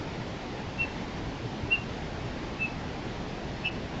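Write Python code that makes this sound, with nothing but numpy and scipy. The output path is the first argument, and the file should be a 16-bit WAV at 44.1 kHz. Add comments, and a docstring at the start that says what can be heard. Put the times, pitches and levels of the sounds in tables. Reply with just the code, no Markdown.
"""Forest clearing at dawn.

A bird gives three soft whistled chirps and a fourth, raspy one: near-pure tones on a small pitch arch,
roughened by a fast flutter. The trees throw back a faint echo. Distant flowing water or wind makes
a steady low hiss, with five soft bumps in its rumble. Mono, band-limited; the treble dips once."""
import sys
import numpy as np
from scipy import signal
from scipy.io import wavfile
from scipy.ndimage import uniform_filter1d

SR = 44100
rng = np.random.default_rng(int(sys.argv[2]) if len(sys.argv) > 2 else 0)


def wav_record(signal):
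    """Record a signal, one row per channel, as 16-bit PCM in the file named by sys.argv[1]."""
    frames = np.transpose(np.atleast_2d(signal))
    bounded = np.clip(frames, -1, 1)
    # unit amplitude maps onto the largest positive 16-bit level
    quanta = np.round(bounded * 32767).astype(np.int16)
    wavfile.write(sys.argv[1], SR, quanta)


N = 176400

# Bird calls: start_s, length_s, top_pitch_hz, arch_hz, level_db, rasp_0_to_1
BIRD_CHIRPS = [(.765, .104, 2713, 110, -22, 0.04), (1.691, 0.084, 2772, 181, -16.5, 0.01),
               (2.568, .130, 2637, 44.6, -24, 0.03), (3.626, .078, 2676, 170, -23, 0.5)]
# Ground and trunk reflections: delay_s, level_db
REFLECTIONS = [(.019, -17.5), (.038, -18.5), (.085, -25)]
# Hiss spectrum: freq_hz, relative_density_db
HISS_SPECTRUM = [(15, -17), (30, -3.5), (55, 3.5), (78, -4.5), (106, 1.5), (170, -0.5), (260, -1.5),
                 (400, -5), (560, -9), (820, -9), (1250, -16.5), (1900, -16.5), (3000, -21), (4000, -25),
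                 (5200, -28.5), (6900, -36), (7500, -43), (8000, -54)]
# Bumps in the rumble: centre_s, pitch_hz, level_db
LOW_BUMPS = [(1.458, 120, -26), (1.637, 104.5, -25.5), (2.253, 115, -30.5), (3.081, 150, -36),
             (3.556, 140, -34)]
# Brief treble dip: time_s, gain_db
TREBLE_GAIN = [(3.685, 1.5), (3.697, 1), (3.704, -13), (3.711, -1), (3.73, 1.5)]


def chirp(length_s, top_hz, arch_hz, level_db, rasp):
    """Bird whistle: pitch and loudness follow one arch and catch once; uneven flutter adds rasp."""
    waver_hz, flutter_hz = 17, 249.6
    catch_db, sag_hz = -4, 25
    overtone_db, rasp_overtone_db = -46, -22.5
    progress = np.arange(0, length_s, 1 / SR) / length_s
    count = len(progress)
    arch = np.abs(np.sin(np.pi * progress ** 1.095))
    past_catch = (progress - .56) / .065  # the note dips and sags just past its middle
    pitch_hz = top_hz - arch_hz * (1 - arch) - sag_hz * (1 + np.tanh(past_catch)) / 2
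    phase = 2 * np.pi * np.cumsum(pitch_hz + waver_hz * drift(count, size=200)) / SR
    flutter_phase = 2 * np.pi * np.cumsum(flutter_hz * (1 + .25 * drift(count, size=80))) / SR
    rasp_depth = rasp * 2 * progress
    sidebands = np.sin(phase + flutter_phase) + .12 * np.sin(phase + 2 * flutter_phase)
    shimmer = 1 + .75 * rasp_depth * drift(count, size=90)
    tone = (np.sin(phase) * shimmer + rasp_depth * sidebands) / np.sqrt(1 + rasp_depth ** 2)
    overtone = (amp(overtone_db) + rasp * amp(rasp_overtone_db)) * np.sin(2 * phase)
    envelope = amp(level_db + catch_db * np.exp(-past_catch ** 2)) * arch ** 3.25
    return envelope * (tone + overtone)


def forest_echo(sound, tail_db=-18, t60_s=.42, scatters_per_s=2000, rise_s=.02):
    """Direct sound, near reflections from ground and trunks, and a thin scattered tail."""
    t = np.arange(SR) / SR
    scatter = rng.standard_normal(SR) * (rng.random(SR) < scatters_per_s / SR)
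    tail = scatter * amp(-60 * t / t60_s) * np.minimum(t / rise_s, 1)
    response = amp(tail_db) * tail / np.linalg.norm(tail)
    response[0] += 1
    for delay_s, level_db in REFLECTIONS:
        add(response, delay_s, amp([level_db]))
    return signal.fftconvolve(sound, response)[:N]


def low_bump(pitch_hz, level_db, decay_s=.013):
    """A few dull cycles that swell and die."""
    t = np.arange(-SR // 10, SR // 10) / SR
    envelope = amp(level_db) * np.exp(-abs(t) / decay_s)
    return envelope * np.cos(2 * np.pi * (pitch_hz * t + rng.random()))


def distant_hiss(level_db=-36, patch_db=1.0, swell_db=.18):
    """Far water or wind: dark noise with faint drifting patches and a slight swell."""
    frames, bin_hz = N // 512 + 6, np.fft.rfftfreq(2048, 1 / SR)
    real, imag, patches = rng.standard_normal((frames, len(bin_hz), 3)).T
    patches = uniform_filter1d(patches, size=12, axis=0)
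    patches = unit(uniform_filter1d(patches, size=7, axis=1))
    swell = unit(uniform_filter1d(rng.standard_normal(frames), size=25))
    freq_hz, density_db = np.transpose(HISS_SPECTRUM)
    colour_db = np.interp(np.log(bin_hz + 1), np.log(freq_hz), density_db)[:, None]
    spectrum = (real + 1j * imag) * amp(colour_db + patch_db * patches + swell_db * swell)
    _, noise = signal.istft(spectrum, nperseg=2048, noverlap=1536)
    return amp(level_db) * unit(noise[:N])


def drift(count, size):
    """Random wander of rms about 1, smoothed over size samples."""
    smoothed = uniform_filter1d(rng.standard_normal(SR), size)
    return unit(uniform_filter1d(smoothed, size))[:count]


def amp(db):
    """Decibels to gain."""
    return 10 ** (np.asarray(db) / 20)


def unit(x):
    """Scale to rms 1."""
    return x / np.sqrt(np.mean(x ** 2) + 1e-20)


def add(mix, start_s, sound):
    """Mix a sound in at start_s."""
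    part = mix[max(round(start_s * SR), 0):][:len(sound)]
    part += sound[:len(part)]


def scene():
    """Bird among trees, over the hiss and its low bumps."""
    bird, background = np.zeros(N), distant_hiss()
    for start_s, *call in BIRD_CHIRPS:
        add(bird, start_s, chirp(*call))
    for centre_s, pitch_hz, level_db in LOW_BUMPS:
        bump = low_bump(pitch_hz, level_db)
        add(background, centre_s - len(bump) / 2 / SR, bump)
    return (background + forest_echo(bird))[None]


def record(dry, crossover_hz=3000, cutoff_hz=7950):
    """One brief treble dip, then a steep low-pass."""
    low = signal.sosfiltfilt(signal.butter(4, crossover_hz, fs=SR, output="sos"), dry)
    treble_db = np.interp(np.arange(N) / SR, *np.transpose(TREBLE_GAIN))
    dipped = low + (dry - low) * amp(treble_db)
    lowpass = signal.firwin(511, cutoff_hz, window=("kaiser", 9), fs=SR)
    return signal.oaconvolve(dipped, lowpass[None], "same")


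dry = scene()
out = record(dry)
wav_record(out)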